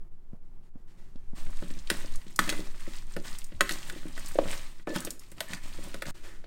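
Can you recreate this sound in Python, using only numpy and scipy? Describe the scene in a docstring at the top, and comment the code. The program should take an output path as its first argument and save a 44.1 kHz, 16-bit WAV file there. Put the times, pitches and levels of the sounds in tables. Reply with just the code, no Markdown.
"""Tossing sprouts in a glass bowl

A small kitchen at a wooden counter, on a hand-held microphone that sways with a deep rumble.
A last drizzle of oil glugs from a bottle as damped, rising bubbles; then steel tongs toss halved sprouts.
The tongs clack on the bowl and tick as ringing modes, sprouts thud back on the low modes,
and oily leaves rustle and crackle as showers of tiny clicks. The room answers the bowl, leaves and hands."""
import sys
import numpy as np
from scipy import signal
from scipy.fft import rfft, irfft
from scipy.io import wavfile
from scipy.ndimage import uniform_filter1d

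SR = 44100
rng = np.random.default_rng(int(sys.argv[2]) if len(sys.argv) > 2 else 0)


def master_out(mix):
    """Clip the mix to full scale and print it as 16-bit PCM to the path in sys.argv[1]."""
    frames = np.transpose(np.atleast_2d(mix))
    ceiling = np.clip(frames, -1, 1)
    pcm = np.round(ceiling * 32767).astype(np.int16)
    wavfile.write(sys.argv[1], SR, pcm)


N = 285055
T = np.arange(N) / SR  # s
RING_T = T[:SR // 4]  # a quarter of a second for each single blow


def undb(db):
    """Decibels to gain."""
    return 10 ** (np.asarray(db) / 20)


def unit(x):
    """Scale to rms 1."""
    return x / np.sqrt(np.mean(x ** 2))


def curve(rows):
    """Gain over time from a table of (s, dB)."""
    return undb(np.interp(T, *np.transpose(rows)))


def add(track, s, x):
    """Mix x into the track from time s."""
    i = max(int(s * SR), 0)
    track[i:i + len(x)] += x[:N - i]


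def colour(x, points):
    """Filter by a spectrum of (Hz, dB) points, joined on a log-frequency axis."""
    hz, db = np.transpose(points)
    f = np.maximum(np.fft.rfftfreq(len(x), 1 / SR), 1)
    gain = undb(np.interp(np.log(f), np.log(hz), db))
    return irfft(rfft(x) * gain, len(x))


def bell(f, hz, octaves):
    """Smooth weight around a centre on a log-frequency axis."""
    return np.exp(-.5 * (np.log2(np.maximum(f, 1) / hz) / octaves) ** 2)


def band_noise(size, hz, octaves):
    """Noise of rms 1 around a centre."""
    weight = bell(np.fft.rfftfreq(size, 1 / SR), hz, octaves)
    return unit(irfft(rfft(rng.standard_normal(size)) * weight, size))


def walk(rate):
    """Random wander through `rate` new values a second, spread near 1."""
    knots = rng.standard_normal(1024)
    return np.interp(T * rate, np.arange(len(knots)), knots)


def fade(t, t60):
    """Exponential decay that loses 60 dB in t60 seconds."""
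    return np.exp(-np.log(1000) * t / t60)


def grains(per_s, spread_db):
    """Random clicks of either sign, with exponentially distributed dB sizes that are capped."""
    hit = rng.random(N) < per_s / SR
    size = np.minimum(rng.exponential(size=N), np.pi)
    sign = rng.choice([-1, 1], N)
    return hit * sign * undb(spread_db * size)


def gestures(rows, attack_s):
    """Gain over time of (s, length s, dB, t60 s) movements: each swells, holds and dies away; powers add."""
    power = 0
    for s, length, db, t60 in rows:
        swell = np.clip((T - s) / attack_s, 0, 1)
        decay = fade(np.maximum(T - s - length, 0), t60)
        power = power + (undb(db) * swell * decay) ** 2
    return np.sqrt(power)


# Ringing modes of the loaded bowl on the counter, the bowl wall, and the arms and tips of the tongs.
# Each row: frequency in Hz, relative level in dB, t60 in seconds.
BODY_MODES = [(180, -3, .13), (243, -6, .11), (320, -3, .11), (368, -8, .06), (470, -3, .055),
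              (572, 0, .045), (650, -1, .045), (990, -10, .03), (1090, -6, .04), (1188, -9, .04)]
WALL_MODES = [(855, -6, .055), (1068, -11, .18), (1282, -1, .06), (1487, 3, .06), (1750, 1, .055),
              (1905, -4, .04), (2030, -6, .035), (2225, -6, .04), (2530, -4, .04), (2712, -6, .045),
              (2825, -7, .045)]
ARM_MODES = [(3020, -28, 0.0097), (3236, 8, 0.013), (3950, 8.5, 0.0078), (4230, -30, 0.039),
             (5060, 1.5, 0.021), (5190, -21, .03), (5570, -4, 0.027)]
TIP_MODES = [(6260, -9, .022), (7030, -7, .03), (7870, -7, .024), (8330, -7, .026), (8600, -8, .02),
             (9200, -8, .02), (10200, -9, .018), (12100, -11, .015), (14100, -11, .015)]


def strike(modes, hz, octaves, crack_db, crack_t60, crack_octaves, rise_s, scatter_db=2, detune=0.0024):
    """One blow: the modes that the contact favours, and a crack of dense, quickly damped ones."""
    f, db, t60 = np.transpose(modes)
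    spot, grip = rng.standard_normal((2, len(f)))
    # the spot that is hit sets each mode's share and sign
    gain = undb(db + scatter_db * spot) * bell(f, hz, octaves) * rng.choice([-1, 1], len(f))
    # the shifting grip and load detune it
    mode_hz = f * (1 + detune * grip)
    waves = np.sin(2 * np.pi * mode_hz[:, None] * RING_T) * fade(RING_T, t60[:, None])
    ring = gain @ waves / np.sqrt(np.sum(gain ** 2) / 2)
    crack = undb(crack_db) * band_noise(len(RING_T), hz, crack_octaves) * fade(RING_T, crack_t60)
    blow = (ring + crack) * (1 - np.exp(-RING_T / rise_s))
    loudest = np.sqrt(uniform_filter1d(blow ** 2, size=176).max())  # rms over 4 ms
    return blow / loudest


# Spectrum of the kitchen air, before its level is set. Each row: frequency in Hz, relative level in dB.
AIR_SPECTRUM = [(15, 20.5), (30, 16), (50, -7), (90, 0), (170, 0), (280, -10.5), (360, -6), (480, -18),
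                (900, -18.5), (1600, -27.5), (4000, -37.5), (15000, -41.5)]


def air():
    """Quiet, restless kitchen air: coloured noise whose level wanders."""
    level_db = -49 + 2 * walk(rate=11)
    return unit(colour(rng.standard_normal(N), AIR_SPECTRUM)) * undb(level_db)


# Unsteadiness of the hand on the microphone, before each layer's own gain.
# Each row: time in seconds, level in dB.
SWAY = [(0, -58.5), (1.0, -62.5), (1.5, -46.5), (1.92, -55.5), (2.15, -45.5), (2.3, -65), (2.48, -50.5),
        (3.9, -56.5), (4.52, -48), (4.8, -60), (5.45, -68), (5.7, -51), (6.15, -60.5), (6.46, -58)]


def microphone():
    """The slow rocking of the microphone, with uneven rumble from the hand that holds it."""
    rocking_hz = 12 * undb(0.88 * walk(rate=21))
    rocking = np.sin(2 * np.pi * np.cumsum(rocking_hz) / SR)
    sway = undb(24) * rocking + undb(20) * band_noise(N, hz=4.94, octaves=0.12)
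    boom = band_noise(N, hz=60, octaves=.5)
    rumble = undb(-2) * band_noise(N, hz=26, octaves=0.79) + undb(-6.5) * boom
    grip = undb(3 * walk(rate=17))
    return (sway + rumble * grip) * curve(SWAY)


# The bowl pressed against the counter. Each row: start in seconds, level in dB before the swell.
BUMPS = [(1.46, -44), (2.12, -43), (3.14, -43), (3.54, -37), (6.06, -45)]


def worktop():
    """A push on the bowl makes the wooden top boom softly: low noise that swells and dies."""
    out = np.zeros(N)
    swell = fade(RING_T, t60=0.24) - fade(RING_T, t60=0.067)
    for s, db in BUMPS:
        add(out, s, undb(db) * band_noise(len(RING_T), hz=62, octaves=0.55) * swell)
    return out


# Air gulped by the oil bottle. Each row: start in seconds, level in dB, starting pitch in Hz.
GLUGS = [(0.333, -28.5, 148), (0.7566, -33, 185), (1.1571, -34, 185), (1.3337, -30, 163)]


def bottle():
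    """Each gulp of air is a heavily damped bubble whose pitch climbs, with a faint wash of noise."""
    out = np.zeros(N)
    for s, db, hz in GLUGS:
        pitch_hz = hz * (2 - fade(RING_T, t60=0.083))  # climbs towards the octave
        bubble = np.sin(2 * np.pi * np.cumsum(pitch_hz) / SR) * fade(RING_T, t60=0.025)
        wash = band_noise(len(RING_T), hz=580, octaves=0.69) * fade(RING_T, t60=0.14)
        add(out, s, -undb(db) * bubble)
        add(out, s, undb(db - 31.0) * wash)
    return out


# Hands and clothes brushing before and after the tossing.
# Each row: start in seconds, length in seconds, level in dB, fading t60 in seconds.
BRUSHES = [(.12, 0.33, -86, 0.27), (.44, 0.039, -82, 0.36), (.62, 0.053, -73.5, .2),
           (.77, 0.028, -77, 0.27), (.87, 0.043, -67, .4), (.97, 0.031, -66.5, 1.1),
           (1.16, 0.25, -74.5, 0.4), (6.14, 0.037, -53, 0.45), (6.23, 0.057, -52, 0.52)]


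def handling():
    """Hands and clothes brush softly while the bottle is put away and the bowl is lifted: dense soft clicks."""
    cloth_spectrum = [(100, -20), (300, 5.5), (750, -7.5), (1700, -2),
                      (4000, -9), (8500, -12.0), (11000, -19.5), (16000, -25)]
    cloth = unit(colour(grains(per_s=6400, spread_db=3.5), cloth_spectrum))
    return cloth * gestures(BRUSHES, attack_s=0.011)


# Blows after which the glass rings on freely.
# Each row: start in seconds, frequency in Hz, level in dB, t60 in seconds.
RINGS = [(3.609, 1068, -32, .24), (4.872, 1750, -39, .4), (2.493, 2030, -37, .2), (5.407, 655, -31, .07)]


def rim():
    """Where the tongs rebound, one ring of the glass outlasts the rest: a decaying sine."""
    out = np.zeros(N)
    for s, hz, db, t60 in RINGS:
        add(out, s, undb(db) * np.sin(2 * np.pi * hz * RING_T) * fade(RING_T, t60))
    return out


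# Rubbing along the glass.
# Each row: start in seconds, length in seconds, level in dB before tapering and radiation, centre in Hz.
SCRAPES = [(2.5, .1, -46, 330), (3.244, 0.044, -54, 1750), (3.904, 0.04, -50, 383),
           (4.869, 0.081, -41.5, 494), (4.879, 0.052, -38.5, 300), (4.893, 0.044, -63, 1820),
           (4.947, 0.0336, -44, 2800), (5.013, 0.036, -50.5, 1540), (5.459, 0.14, -54, 1980),
           (6.23, 0.15, -63.5, 1770)]


def scrapes():
    """Steel sticks and slips on the ribbed glass; each slip rings bowl and tongs a little."""
    out = np.zeros(N)
    for s, length, db, hz in SCRAPES:
        ring = strike(BODY_MODES + WALL_MODES + ARM_MODES, hz, octaves=.16,
                      crack_db=-4, crack_t60=.014, crack_octaves=.5, rise_s=.0003)
        stroke = signal.windows.tukey(int(max(length, .01) * SR), .3)
        slips = signal.fftconvolve(grains(per_s=700, spread_db=3.5), ring)
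        slips = slips[SR:SR + len(stroke)]  # a stretch where slips already overlap
        add(out, s, undb(db) * unit(slips) * stroke)
    return out


# Sprouts dropping into the bowl.
# Each row: start in seconds, thud in dB before damping and radiation, thud centre in Hz,
# wet slap in dB before fading and radiation.
THUDS = [(1.466, -40.5, 175, -52.5), (1.641, -36, 164, -56), (1.705, -33.5, 157, -47),
         (1.768, -39, 146, -53), (1.914, -25.5, 202, -33), (2.045, -35.5, 250, -63),
         (2.266, -39.5, 174, -53), (2.591, -29.5, 240, -57), (2.876, -34.5, 246, -58),
         (3.52, -39.5, 198, -49.5), (3.959, -35.5, 244, -62), (4.055, -32.5, 200, -56),
         (4.355, -27.5, 404, -44), (4.387, -12.5, 582, -32.5), (4.42, -33, 610, -59),
         (4.529, -42, 1060, -33.5), (4.796, -50, 220, -53), (4.904, -31, 285, -41),
         (5.072, -32, 352, -36.5), (5.319, -44.5, 217, -50), (5.426, -52, 157, -45), (5.787, -36, 295, -56),
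         (5.872, -41, 249, -59), (6.441, -48, 560, -50.5)]


def sprouts():
    """Soft, heavy pieces wake only the low modes and smother them as they settle, with a small slap of oil."""
    out = np.zeros(N)
    for s, db, hz, slap_db in THUDS:
        thud = strike(BODY_MODES, hz, octaves=.85, crack_db=-3, crack_t60=.024, crack_octaves=.45,
                      rise_s=.002, scatter_db=1.5)
        smothering = 0.28 + fade(RING_T, t60=0.032)
        slap = band_noise(len(RING_T), hz=1750, octaves=0.89) * fade(RING_T, t60=0.047)
        add(out, s, undb(db) * thud * smothering)
        add(out, s, undb(slap_db) * slap)
    return out


def crackle(hz):
    """Leaves of one size peel apart, each in a burst of noise a few milliseconds long."""
    peels = np.abs(grains(per_s=70, spread_db=4.5))
    bursts = signal.fftconvolve(peels, fade(RING_T, t60=.016))[:N]
    return bursts * band_noise(N, hz, octaves=0.51) * np.sqrt(hz)


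# Strokes of the tongs through the sprouts.
# Each row: start in seconds, push length in seconds, leaf rustle in dB, tumbling in dB, settling t60 in
# seconds. Both levels are before the flicker.
STROKES = [(1.347, 0.062, -51.5, -51, 0.51), (1.485, 0.67, -57, -62.5, 0.74),
           (1.905, 0.044, -47.5, -47.5, 1.13), (2.257, 0.025, -58.5, -68, 0.7),
           (2.385, 0.15, -43.5, -43, 0.79), (2.732, 0.21, -54.5, -61, 0.42), (2.868, 0.047, -52, -70, 1.07),
           (3.053, 0.12, -57.5, -67, .7), (3.232, 0.019, -43, -49, 0.67), (3.47, 0.12, -67, -62, 0.36),
           (3.632, 0.087, -44, -50.5, 1.27), (3.842, 0.027, -52.5, -51.5, 3),
           (4.145, 0.19, -49.5, -56, 1.3), (4.38, 0.09, -51.5, -44, 0.39), (4.47, 0.049, -43.5, -60, 0.92),
           (4.871, 0.17, -50.5, -49, 0.38), (4.933, 0.028, -37.5, -44, 0.15), (5.189, 0.026, -59, -82, 1.1),
           (5.361, 0.18, -54, -55.5, .5), (5.473, 0.061, -50.5, -49, 0.57), (5.612, 0.24, -51.5, -54.5, .6),
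           (5.782, 0.19, -54.5, -53.5, 0.38), (6.054, 0.076, -42.5, -40.5, .3)]
# Spectra of leaves and tumbling pieces. Each row: frequency in Hz, relative level in dB.
LEAF_SPECTRUM = [(300, -37), (800, 0), (1100, 5.5), (1400, -1), (1800, 3.5), (2500, 1.5), (4000, 0.5),
                 (6000, -3), (8500, -1.5), (11000, -12.5), (13000, -11), (15500, -12)]
TUMBLE_SPECTRUM = [(40, -2), (90, -5.5), (180, 1), (320, -6), (450, -18.5), (600, -8.5), (800, -14.5),
                   (1500, -18), (4000, -46)]


def stirring():
    """Oily leaves stick and peel in tiny clicks while pieces tumble over each other, then settle."""
    start_s, end_s = 1.345, 6.11
    active = uniform_filter1d(1. * ((T > start_s) & (T < end_s)), size=128)
    rub = unit(colour(grains(per_s=6000, spread_db=-0.5), LEAF_SPECTRUM))
    peel = unit(colour(sum(crackle(hz) for hz in (1520, 2836, 5240, 9400)), LEAF_SPECTRUM))
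    rustle = unit(rub + .9 * peel)
    tumble = unit(colour(grains(per_s=220, spread_db=4.5), TUMBLE_SPECTRUM))
    attack_s = 0.023
    leaves = gestures([(s, push, db, t60) for s, push, db, _, t60 in STROKES], attack_s)
    pieces = gestures([(s, push, db, t60) for s, push, _, db, t60 in STROKES], attack_s)
    catching = undb(1.6 * walk(rate=35))  # the level flickers
    return active * catching * (rustle * leaves + tumble * pieces)


# Tongs on the bowl, all levels before radiation.
# Each row: start in seconds, clack in dB before choking, clack centre in Hz, thud in dB,
# thud centre in Hz, steel clink in dB (its arms; tips and snap are set against them).
CLACKS = [(1.624, -41, 1000, -32.5, 185, -56), (1.901, -21.5, 2000, -31.5, 560, -23.5),
          (2.391, -11.5, 1290, -27.5, 216, -22.5), (2.477, -35.5, 2200, -49, 300, -43),
          (2.492, -24.5, 2230, -37.5, 306, -27), (2.525, -34, 2010, -33.5, 310, -38),
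          (3.165, -36, 1830, -30.5, 285, -43.5), (3.608, -14, 1610, -26, 417, -21),
          (3.693, -26.5, 1720, -51, 191, -30.5), (3.709, -33.5, 2640, -34.5, 257, -35),
          (3.898, -34.5, 1940, -57, 151, -39.5), (4.177, -37, 1780, -41.5, 613, -47),
          (4.872, -37, 1980, -28, 475, -54), (4.961, -28, 820, -29.5, 275, -34.5),
          (5.405, -32, 2400, -37, 740, -30), (5.533, -31, 2000, -50.5, 241, -41),
          (5.943, -39, 1780, -37, 247, -40.5), (6.021, -30, 1990, -37.5, 665, -37.5),
          (6.055, -39, 2080, -47, 175, -50)]
# Light ticks of the steel tips. Each row: start in seconds, level in dB before radiation, centre in Hz.
TICKS = [(1.158, -61.5, 3460), (1.703, -47, 3450), (1.8729, -41.5, 3840), (2.1572, -40.5, 6840),
         (2.3602, -36, 7500), (2.499, -25.5, 4550), (3.3526, -48, 3650), (3.3856, -38.5, 7860),
         (3.4424, -42, 7200), (3.721, -33.5, 7300), (4.1634, -50, 3570), (4.26, -39.5, 7600),
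         (4.283, -41.5, 8900), (5.004, -35.5, 8500), (5.0484, -32, 7600), (5.1052, -31.5, 6900),
         (5.194, -44.5, 7500), (5.3155, -48.5, 8700), (5.4065, -39, 15000), (5.547, -40.5, 5140),
         (5.647, -51, 3020)]


def tongs():
    """Steel meets glass: wall, loaded bowl, arms and tips ring together; light ticks ring only the steel."""
    out = np.zeros(N)
    tips_db, snap_db = -2.5, -10  # relative to the arms
    # the tongs stay pressed on the glass and choke most of the ring
    choking = 0.092 + fade(RING_T, t60=0.041)
    for s, db, hz, thud_db, thud_hz, clink_db in CLACKS:
        wall = strike(WALL_MODES, hz, octaves=.6, crack_db=0, crack_t60=.03, crack_octaves=.42,
                      rise_s=.0008, scatter_db=1.5, detune=.005)
        body = strike(BODY_MODES, thud_hz, octaves=1.0, crack_db=0.5, crack_t60=0.076, crack_octaves=0.87,
                      rise_s=0.00048)
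        arms = strike(ARM_MODES, hz=3450, octaves=.9, crack_db=0, crack_t60=.025, crack_octaves=.55,
                      rise_s=.00016, detune=.02)
        tips = strike(TIP_MODES, hz=9000, octaves=.57, crack_db=5, crack_t60=.011, crack_octaves=.5,
                      rise_s=.0004, detune=.012)
        # the first hard touch of steel on glass
        snap = band_noise(len(RING_T), hz=13500, octaves=.25) * fade(RING_T, t60=.008)
        add(out, s, undb(db) * wall * choking)
        add(out, s, undb(thud_db) * body)
        add(out, s, undb(clink_db) * (arms + undb(tips_db) * tips + undb(snap_db) * snap))
    for s, db, hz in TICKS:
        tick = strike(ARM_MODES + TIP_MODES, hz, octaves=.34, crack_db=5, crack_t60=.017, crack_octaves=.7,
                      rise_s=.0007, detune=.025)
        add(out, s, undb(db) * tick)
    return out


# How well the bowl radiates its knocks. Each row: frequency in Hz, gain in dB.
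RADIATION = [(120, -2), (200, -1), (310, -1.5), (400, 0), (520, 2), (680, -.5), (760, -5), (880, -2),
             (1100, -3), (1300, -1), (1550, 1.5), (2100, 1), (2330, -2), (2600, 0), (3200, -1), (3900, 1.5),
             (6300, -1), (9000, 0)]


def radiate(knocks):
    """The bowl passes some frequencies to the air more readily than others."""
    return colour(knocks, RADIATION)


def room(x, t60=0.47, treble_t60=0.18, wet_db=-7, early_db=-11):
    """Counter and cupboards return a quick cluster of echoes and a short diffuse tail, both decaying noise."""
    t = T[:SR]
    low_spectrum = [(60, -14), (250, 5.5), (800, -5), (2000, 0), (6000, -5.5)]
    high_spectrum = [(1000, -32.0), (3500, -0.5), (9000, 4.0), (15000, 10.5)]
    low = colour(rng.standard_normal(SR), low_spectrum) * fade(t, t60)
    high = colour(rng.standard_normal(SR), high_spectrum) * fade(t, treble_t60)
    tail = (low + high) * (1 - np.exp(-t / 0.0012))
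    early = colour(rng.standard_normal(SR), [(600, -9), (2000, -2.5)]) * fade(t, t60=0.049) * (t > .003)
    response = (undb(wet_db) * unit(tail) + undb(early_db) * unit(early)) / np.sqrt(SR)
    return x + signal.fftconvolve(x, response)[:N]


# Brief lulls. Each row: start in seconds, length in seconds, depth in dB.
LULLS = [(.085, .03, -5), (.37, .05, -4), (.695, .04, -7), (4.835, .033, -10), (6.111, .032, -16),
         (6.143, .08, -3)]


def lulls():
    """Gain over time: now and then the level dips for an instant, with softened edges."""
    dip_db = 0
    for s, length, db in LULLS:
        dip_db = dip_db + db * uniform_filter1d(1. * ((T > s) & (T < s + length)), size=160)
    return undb(dip_db)


def scene():
    """Bowl, leaves and hands sound into the kitchen; worktop, bottle and microphone rumble come dry."""
    knocks = radiate(tongs() + scrapes() + sprouts())
    counter = knocks + rim() + stirring() + handling()
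    kitchen = (room(counter) + air()) * lulls()
    return (kitchen + worktop() + bottle() + microphone())[None]


def record(dry):
    """The recorder cuts the top above 15950 Hz with a steep low-pass."""
    lowpass = signal.ellip(10, .2, 70, 15950, fs=SR, output="sos")
    return signal.sosfilt(lowpass, dry)


dry = scene()
out = record(dry)
master_out(out)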